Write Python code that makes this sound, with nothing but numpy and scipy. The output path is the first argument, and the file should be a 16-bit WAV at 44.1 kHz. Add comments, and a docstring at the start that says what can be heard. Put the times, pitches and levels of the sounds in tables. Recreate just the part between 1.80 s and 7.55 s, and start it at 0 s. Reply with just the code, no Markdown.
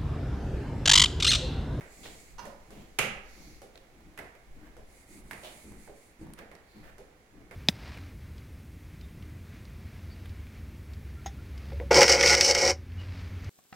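"""A shoe clicks amid a soft hiss that swells and fades: someone walks a carpeted corridor with a hand-held camera.
At a little under two steps a second, filtered noise makes a dull tread and jolts the hand's low rumble.
Impulses with gritty noise make the slap of the soles: one shoe clicks, the other pats and once squeaks by stick-slip.
One sharp knock excites wood resonances and rings down the corridor; shaped noise makes soft hisses,
short impacts small bright ticks, and steady coloured noise the corridor air and a faint background hiss."""
import sys
import numpy as np
from scipy import signal
from scipy.fft import rfft, irfft, next_fast_len
from scipy.io import wavfile
from scipy.ndimage import map_coordinates

SR = 44100
rng = np.random.default_rng(int(sys.argv[2]) if len(sys.argv) > 2 else 0)


def output_pcm(signal):
    """Save a mono or channel-first signal as 16-bit PCM at the path in sys.argv[1].

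    Samples are clipped to [-1, 1] before scaling.
    """
    pcm = np.clip(np.atleast_2d(signal).T, -1, 1) * 32767
    wavfile.write(sys.argv[1], SR, np.round(pcm).astype(np.int16))


N = 253575
EVENT_TIME = np.arange(SR) / SR  # s, time within one event

# Footfalls: (time [s], tread level [dB], tread length [s], camera jolt level [dB])
STEPS = [(0.171, -55, 0.085, -64), (0.588, -54.5, 0.055, -58), (0.886, -52.5, 0.12, -56),
         (1.561, -55.5, 0.15, -52.5), (2.131, -59.5, 0.21, -58), (2.753, -58.5, 0.12, -54),
         (3.298, -55, 0.26, -55), (3.844, -50, 0.091, -54.5), (4.395, -47.5, 0.091, -56),
         (4.949, -49.5, 0.051, -52.5), (5.525, -56, 0.11, -65)]
# A sole dragging over the pile: (time [s], level [dB], length [s], pitch [Hz], hollow voice level [dB])
SCUFFS = [(.229, -47, 0.03, 3630, -52), (.59, -56.5, 0.067, 1440, -58), (.907, -64.5, 0.12, 2980, -60.5),
          (2.795, -64.5, 0.076, 1630, -65.5), (3.626, -49, 0.035, 3330, -49),
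          (4.573, -49.5, .013, 1930, -73), (5.02, -58.5, 0.074, 1740, -62)]
# Slaps of the clicking shoe: (time [s], click level [dB], body level [dB], echo level against the click [dB])
CLICKS = [(.009, -48.5, -46.5, 2.5), (.256, -46.5, -48, -12), (2.3765, -42.5, -55, 0),
          (2.3893, -38.5, -42.5, -4), (2.552, -57, -60, -4), (3.511, -36, -63, -8.5), (3.517, -47, -69, 2),
          (3.532, -42.5, -52, 0), (4.589, -46.5, -45, -6), (4.715, -57.5, -49.5, 4.5),
          (4.752, -54, -66, -5), (5.711, -48.5, -46, 3.5)]
# Slaps of the soft shoe: (time [s], level [dB], edge level against it [dB])
PATS = [(0.654, -40, -11), (0.906, -49, -7), (1.818, -45.5, -8.5), (1.955, -52, -20), (2.967, -46.5, -15),
        (4.076, -45.5, -20), (5.182, -47, -10.5)]
# Contacts within the knock: (time [s], crack level [dB], wood level [dB])
KNOCK_CONTACTS = [(1.187, -28, -30), (1.1893, -28, -26), (1.1923, -29.5, -25), (1.199, -51, -29)]
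# Soft hisses that swell and fade: (time [s], level [dB], length [s], stressed frequency [Hz])
SOFT_HISSES = [(0, -54.5, 0.6, 7900), (0.639, -69, 0.74, 7060), (1.401, -56.5, 0.45, 5930),
               (3.052, -61, 0.25, 9000), (3.26, -55, 0.17, 9000), (3.399, -55.5, 0.64, 9140),
               (3.949, -58.5, 0.18, 8900), (4.06, -63, 0.31, 8900), (4.383, -63.5, 0.077, 8350),
               (4.819, -65, 0.29, 4300)]
# Small bright ticks, some sharpening the shoe's clicks: (time [s], level [dB], pitch [Hz])
TICKS = [(.652, -57, 7200), (1.956, -53, 3800), (1.976, -53, 3800), (4.536, -49.5, 9800),
         (4.589, -53, 5000), (4.715, -56, 2400), (4.752, -57, 4800)]
# The hand shifting its grip: (time [s], level [dB], length [s])
REGRIPS = [(0.476, -49.5, 0.095), (1.184, -55, 0.35), (2.669, -45, 0.1), (2.97, -47.5, 0.053)]

# Resonances of the corridor in the bass: (frequency [Hz], width [Hz], level [dB])
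CORRIDOR_MODES = [(152.4, 24, -2), (209.7, 10.5, 4.5), (312.5, 31.4, 1)]
# Resonances of the hollow under the soft shoe: (frequency [Hz], width [Hz], level [dB])
ARCH_MODES = [(430, 81, 0.5), (537, 98, 0.5), (710, 145, -5)]
# Resonances of the squeaking sole: (frequency [Hz], width [Hz], level [dB])
RUBBER_MODES = [(947, 153, 17.5), (1610, 1340, 0), (2770, 200, 4), (4360, 600, -1.5), (5080, 140, 4.5),
                (5990, 230, 6)]
# Resonances of the knocked wood: (frequency [Hz], width [Hz], level [dB])
WOOD_MODES = [(135, 44, 3), (221, 63, 1.5), (383, 46, 0.5), (533, 93, 2), (804, 110, -1), (1296, 170, -0.5),
              (1680, 210, -1), (1990, 140, 4.5), (2250, 270, 5.5), (2850, 530, 2), (4100, 300, -41),
              (6520, 120, -5.5)]

# Spectrum of a heel or rolling foot on carpet: (frequency [Hz], level [dB])
TREAD_SPECTRUM = [(30, 6.5), (90, 2.5), (140, 1), (220, 0.5), (330, -2.5), (460, -11), (800, -27.5),
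                  (2000, -22), (8000, -57)]
# Spectrum of the hard click: (frequency [Hz], level [dB])
CLICK_SPECTRUM = [(100, -29), (700, 5), (1300, 3.5), (2000, 9.5), (2900, -2), (4000, -7.5), (7000, -13),
                  (10500, -9), (13000, -14), (16000, -19)]
# Spectrum of a sole's body: (frequency [Hz], level [dB])
SOLE_SPECTRUM = [(60, -1), (280, -1.5), (480, 5), (680, 2), (1000, -7), (2000, -7), (5000, -62),
                 (16000, -70)]
# Spectrum of the knock's crack and the soft shoe's edge: (frequency [Hz], level [dB])
CRACK_SPECTRUM = [(100, 2.5), (1000, -9), (3000, -7), (4300, -7), (6800, -7), (8000, -9.5), (11000, -7.5),
                  (13000, -15.5), (16000, -19)]
# Spectrum shared by the soft hisses: (frequency [Hz], level [dB])
SOFT_HISS_SPECTRUM = [(300, 13), (1500, -7), (2150, 12.5), (3000, -4.5), (4400, 3), (5400, -4.5),
                      (6900, -1), (8200, -4.5), (9700, -4), (10800, 1), (12500, -4.5), (16000, -6)]
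# Spectrum of the hand on the camera: (frequency [Hz], level [dB])
RUMBLE_SPECTRUM = [(10, 0), (26, -1), (38, -3), (52, -1), (80, -22.5), (130, -16), (400, -59)]
# Spectrum of the corridor air: (frequency [Hz], level [dB])
AIR_SPECTRUM = [(35, -26), (60, -0.5), (150, -11), (189, -6.5), (279, -9), (472, -8.5), (538, -12.5),
                (613, -13.5), (797, -11), (879, -16), (1050, -17), (2230, -16.5), (3000, -46), (3900, -42),
                (6600, -120)]
# Spectrum of the faint background hiss: (frequency [Hz], level [dB])
BACKGROUND_HISS_SPECTRUM = [(1500, -10), (2200, 1.5), (3000, -0.5), (5500, -4.5), (6800, -4), (9000, -9),
                            (10700, -7), (13000, -13), (16000, -11)]
# Reverberation of the corridor: (frequency [Hz], time to decay by 60 dB [s])
CORRIDOR_T60 = [(100, .52), (300, .56), (700, .71), (1500, .68), (2700, .52), (4000, .47), (8000, .39),
                (14000, .28)]
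# Likeness of left and right in diffuse sound: (frequency [Hz], correlation [0 to 1])
LIKENESS = [(60, 0.77), (300, 0.97), (640, 0.57), (1400, 0.022), (15000, 0.083)]
# Balance of the two ports: (frequency [Hz], left over right [dB])
BALANCE = [(60, 2.5), (180, 0), (300, 1), (500, -4.5), (1200, -4), (2400, -8), (4300, 2), (8000, -3.5),
           (15000, -4.5)]

HEEL_DB, PILE_DB = -2.5, -14.5  # heel bump and brushed pile, against the tread
HOLLOW_HZ = 620  # the low voice of a dragging sole
CLICK_THUD_DB, PAT_THUD_DB, THUD_S = -12, -13, 0.024  # the forefoot comes down with each slap
PAT_TAP_DB = -5  # first touch of the soft shoe
PAT_PUFF_DB, PUFF_S = -6, 0.025  # air pressed from under its sole
KNOCK_PAN_DB = 0.5  # the crack lies to the right: this much up there, and down at left
SWELL_POWER, FOCUS_DB = 0.91, 11.5  # sharpness of a soft hiss's swell; stress on one band
JOLT_LAG_S, JOLT_RISE_S, JOLT_HOLD_S, JOLT_FALL_S = 0.02, 0.035, 0.15, 0.12  # a step travels up the arm
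GRIP_DB, GRIP_SETTLES_DB_PER_S = -58, 1.8  # steady rumble of the hand, from its starting level
AIR_DB = -62
BACKGROUND_HISS_DB, HISS_FADE_DB_PER_S = -66.5, 0.49  # the hiss thins along the corridor
TOP_HZ = 16000  # band limit


def treads(pile_hz=900):
    """Damped impact: carpet swallows each heel's bump into a low lumpy thud, and the sole brushes the pile."""
    out = np.zeros((2, N))
    for start, level_db, length, _ in STEPS:
        heel = contact(colour(TREAD_SPECTRUM), t60=0.057, rough=1.0, wet_db=-7)
        pile = stroke(hump(pile_hz), length, rise=0.017, fall=0.052, lumpy_db=8, lump_rate=400)
        tread = thud(length) + amp(HEEL_DB) * heel + amp(PILE_DB) * pile
        add(out, start, amp(level_db) * tread)
    return out


def scuffs():
    """Sliding friction: a dragging sole makes noise at one pitch and in a low hollow voice."""
    out = np.zeros((2, N))
    for start, level_db, length, hz, hollow_db in SCUFFS:
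        pile = amp(level_db) * brush(hz, length)
        hollow = amp(hollow_db) * brush(HOLLOW_HZ, length)
        add(out, start, pile + hollow)
    return out


def clicking_shoe():
    """Hard impact: a brief blow excites a bright click and the duller body of the sole, over a short thud."""
    out = np.zeros((2, N))
    for start, click_db, body_db, room_db in CLICKS:
        click = contact(colour(CLICK_SPECTRUM), t60=0.047, rough=1.5, wet_db=room_db)
        sole = contact(colour(SOLE_SPECTRUM), t60=0.11, rough=1.4, wet_db=2)
        body = sole + amp(CLICK_THUD_DB) * thud(THUD_S)
        add(out, start, amp(click_db) * click + amp(body_db) * body)
    return out


def soft_shoe():
    """Cavity resonance: a soft tap presses air through the hollow of the sole, with a rough edge and a thud."""
    out = np.zeros((2, N))
    for start, level_db, edge_db in PATS:
        tap = contact(colour(SOLE_SPECTRUM), t60=0.036, rough=2.6, wet_db=-4.5)
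        puff = stroke(resonant(ARCH_MODES), PUFF_S, rise=0.0034, fall=0.021, lumpy_db=1, lump_rate=143)
        puff = corridor(puff, wet_db=-4.5)
        edge = contact(colour(CRACK_SPECTRUM), t60=0.036, rough=3.9, wet_db=3)
        pat = amp(PAT_TAP_DB) * tap + amp(PAT_PUFF_DB) * puff
        pat = pat + amp(edge_db) * edge + amp(PAT_THUD_DB) * thud(THUD_S)
        add(out, start, amp(level_db) * pat)
    return out


def squeak(start=0.579, length=0.026, slip_rate=400, level_db=-44):
    """Stick-slip friction: rubber slips unevenly, hardest mid-slide, and each slip excites its resonances."""
    slips, out = np.zeros((2, SR)), np.zeros((2, N))
    times = np.arange(0, length, 1 / slip_rate)
    grip = np.sin(np.pi * (times + 0.5 / slip_rate) / (length + 1 / slip_rate))
    times += rng.uniform(0, 0.5, len(times)) / slip_rate
    slips[:, (times * SR).astype(int)] = grip * rng.uniform(0.064, 1, (2, len(times)))
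    sound = unit(filtered(slips, resonant(RUBBER_MODES))) * np.sqrt(length)
    add(out, start, amp(level_db) * corridor(sound, wet_db=-2.5))
    return out


def knock():
    """Modal excitation: a hard blow chatters for some milliseconds, rings the wood and fills the corridor."""
    out = np.zeros((2, N))
    pan_db = KNOCK_PAN_DB * np.array([[-1], [1]])
    for start, crack_db, wood_db in KNOCK_CONTACTS:
        crack = contact(colour(CRACK_SPECTRUM), t60=0.015, rough=16, wet_db=-4)
        wood = contact(resonant(WOOD_MODES), t60=0.014, rough=1, wet_db=1)
        add(out, start, amp(crack_db + pan_db) * crack)
        add(out, start, amp(wood_db) * wood)
    return out


def soft_hisses():
    """Amplitude modulation: uneven coloured noise swells and fades in a half-sine, each stressed at one pitch."""
    out = np.zeros((2, N))
    for start, level_db, length, hz in SOFT_HISSES:
        focus = [(hz / 2.1, 0), (hz, FOCUS_DB), (hz * 1.39, 0)]
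        uneven = diffuse(SR) * amp(0.6 * wobble(42, SR))
        hiss = unit(filtered(uneven, lambda f: amp(along(SOFT_HISS_SPECTRUM, f) + along(focus, f))))
        half_sine = np.abs(np.sin(np.pi * np.minimum(EVENT_TIME / length, 1)))
        add(out, start, amp(level_db) * half_sine ** SWELL_POWER * hiss)
    return out


def small_ticks():
    """Damped resonance: small bright ticks, some sharpening the shoe's clicks, ring broadly and briefly."""
    out = np.zeros((2, N))
    for start, level_db, hz in TICKS:
        body = resonant([(hz, 1100, 0), (1500, 900, -4), (4500, 1800, -17)])
        add(out, start, amp(level_db) * contact(body, t60=0.016, rough=3, wet_db=-8))
    return out


def hand():
    """Power addition: steady grip, jolts after each step and shifts of grip sum as the power of one rumble."""
    time = np.arange(N) / SR
    power = amp(GRIP_DB - GRIP_SETTLES_DB_PER_S * time)[None] ** 2
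    for start, _, _, jolt_db in STEPS:
        jolt = amp(jolt_db) * swell(JOLT_HOLD_S, JOLT_RISE_S, JOLT_FALL_S)
        add(power, start + JOLT_LAG_S, jolt ** 2)
    for start, level_db, length in REGRIPS:
        shift = amp(level_db) * swell(length, rise=0.025, fall=0.035)
        add(power, start, shift ** 2)
    return np.sqrt(power) * unit(filtered(diffuse(N), colour(RUMBLE_SPECTRUM)))


def corridor_air():
    """Diffuse field: low coloured noise, partly alike at both ports, wavers slightly as still corridor air."""
    level = amp(AIR_DB + 0.53 * wobble(7.4, N))
    return level * unit(filtered(diffuse(N), colour(AIR_SPECTRUM)))


def background_hiss():
    """Uncorrelated noise: each port has its own faint hiss, which fades steadily."""
    level = amp(BACKGROUND_HISS_DB - HISS_FADE_DB_PER_S * np.arange(N) / SR)
    noise = rng.standard_normal((2, N))
    return level * unit(filtered(noise, colour(BACKGROUND_HISS_SPECTRUM)))


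def thud(length, boom_db=7):
    """Forced resonance: weight rolls onto the carpet, low and lumpy, and the corridor's low modes boom with it."""
    def body(hz):
        carpet = amp(along(TREAD_SPECTRUM, hz))
        boom = amp(boom_db) * np.abs(resonant(CORRIDOR_MODES)(hz))
        return np.hypot(carpet, boom)
    roll = stroke(body, length, rise=0.0098, fall=0.039, lumpy_db=2, lump_rate=68.0)
    return corridor(roll, wet_db=-4.5)


def brush(hz, length):
    """Sliding friction: a sole rubs over the pile, heard with its echo."""
    slide = stroke(hump(hz), length, rise=0.012, fall=0.024, lumpy_db=2.5, lump_rate=400)
    return corridor(slide, wet_db=-3.5)


def hump(hz):
    """Spectral envelope: brushed pile peaks at one pitch and falls off to both sides."""
    points = [(hz / 8, -16), (hz / 1.8, -8), (hz, 0), (hz * 1.45, -9), (hz * 4, -26)]
    return lambda f: amp(along(points, f))


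def contact(response, t60, rough, wet_db, grit_hz=450):
    """Impact: a push and a short gritty crush through a body, as strong as 5 ms at rms 1, plus its echo."""
    push = signal.unit_impulse(SR)[None]
    decaying = diffuse(SR) * amp(-60 * EVENT_TIME / t60)
    crush = filtered(decaying, lambda hz: 1j * hz / (grit_hz + 1j * hz))  # high-pass
    direct = unit(filtered(push + rough * crush / np.linalg.norm(crush[0]), response))
    # the walls gather sound from all directions, so they answer with the body's mean colour
    reflected = amp(wet_db) * echo(unit(filtered(push, response)))
    return (direct + reflected) * np.sqrt(0.005)


def stroke(response, length, rise, fall, lumpy_db, lump_rate):
    """Friction: uneven noise through a body swells, lasts and dies."""
    uneven = diffuse(SR) * amp(lumpy_db * wobble(lump_rate, SR))
    return swell(length, rise, fall) * unit(filtered(uneven, response))


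def swell(length, rise, fall):
    """Exponential relaxation: an envelope rises, holds and dies, with time constants in seconds."""
    return (1 - np.exp(-EVENT_TIME / rise)) * np.exp(-np.maximum(EVENT_TIME - length, 0) / fall)


def corridor(x, wet_db):
    """Superposition: a direct sound together with its echo."""
    return x + amp(wet_db) * echo(x)


def echo(x, build=0.004):
    """Reverberation: bare walls answer with noise decaying at each pitch's own rate, new for every sound."""
    hz, t, z = signal.stft(diffuse(SR), SR, nperseg=256)
    decay = amp(-60 * t / along(CORRIDOR_T60, hz)[:, None])
    tail = signal.istft(z * decay, SR, nperseg=256)[1][:, :SR]
    tail *= 1 - np.exp(-EVENT_TIME / build)
    return signal.fftconvolve(x, tail / np.linalg.norm(tail[0]), axes=1)[:, :SR]


def diffuse(size):
    """Spatial coherence: noise as two ports hear it in a room, alike chiefly in the bass."""
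    def mid_side(hz):
        turn = np.arccos(np.clip(along(LIKENESS, hz), -1, 1)) / 2
        return np.array([np.cos(turn), np.sin(turn)])
    mid, side = filtered(rng.standard_normal((2, size)), mid_side)
    return np.array([mid + side, mid - side])


def resonant(modes):
    """Modal superposition: the response of (Hz, width, dB) resonances, added with alternating sign."""
    def response(f):
        total = 0
        for k, (centre, width, db) in enumerate(modes):
            damping = 1j * f * width
            total = total + (-1) ** k * amp(db) * damping / (centre * centre - f * f + damping)
        return total
    return response


def colour(points):
    """Minimum phase: the causal response with this spectrum, by folding its cepstrum."""
    def response(hz):
        cepstrum = irfft(np.log(amp(along(points, hz))))
        cepstrum[1:len(hz) - 1] *= 2
        cepstrum[len(hz):] = 0
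        return np.exp(rfft(cepstrum))
    return response


def filtered(x, response):
    """Linear filtering: x times a response of frequency."""
    m = 2 * next_fast_len(x.shape[-1] // 2 + 4096)  # even, with room for ringing
    return irfft(rfft(x, m) * response(np.fft.rfftfreq(m, 1 / SR)), m)[..., :x.shape[-1]]


def wobble(rate, size):
    """Slow modulation: a smooth random curve with this many knots a second."""
    knots = rng.standard_normal(int(size * rate / SR) + 4)
    return map_coordinates(knots, [np.arange(size) * rate / SR])


def along(points, hz):
    """Logarithmic pitch: (Hz, value) points read on a log axis."""
    f, v = np.transpose(points)
    return np.interp(np.log(hz + 1), np.log(f + 1), v)


def unit(x):
    """Normalization: x at rms 1."""
    return x / np.sqrt(np.mean(x ** 2) + 1e-20)


def amp(db):
    """Level law: decibels to amplitude gain."""
    return 10 ** (np.asarray(db) / 20)


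def add(track, start, sound):
    """Superposition: mix a sound in at its start time in seconds."""
    part = track[:, max(round(start * SR), 0):][:, :sound.shape[-1]]
    part += sound[..., :part.shape[-1]]


def scene():
    """Superposition: the walk down the corridor is the sum of its sources."""
    walk = treads() + scuffs() + clicking_shoe() + soft_shoe() + squeak()
    return walk + knock() + soft_hisses() + small_ticks() + hand() + corridor_air() + background_hiss()


def record(dry):
    """Transducer response: the ports differ in gain with frequency, and a steep low-pass limits the band."""
    ports = filtered(dry, lambda hz: amp(np.outer([1, -1], along(BALANCE, hz)) / 2))
    low_pass = signal.ellip(10, 0.2, 80, TOP_HZ, fs=SR, output="sos")
    return signal.sosfilt(low_pass, ports)


dry = scene()
out = record(dry)
output_pcm(out)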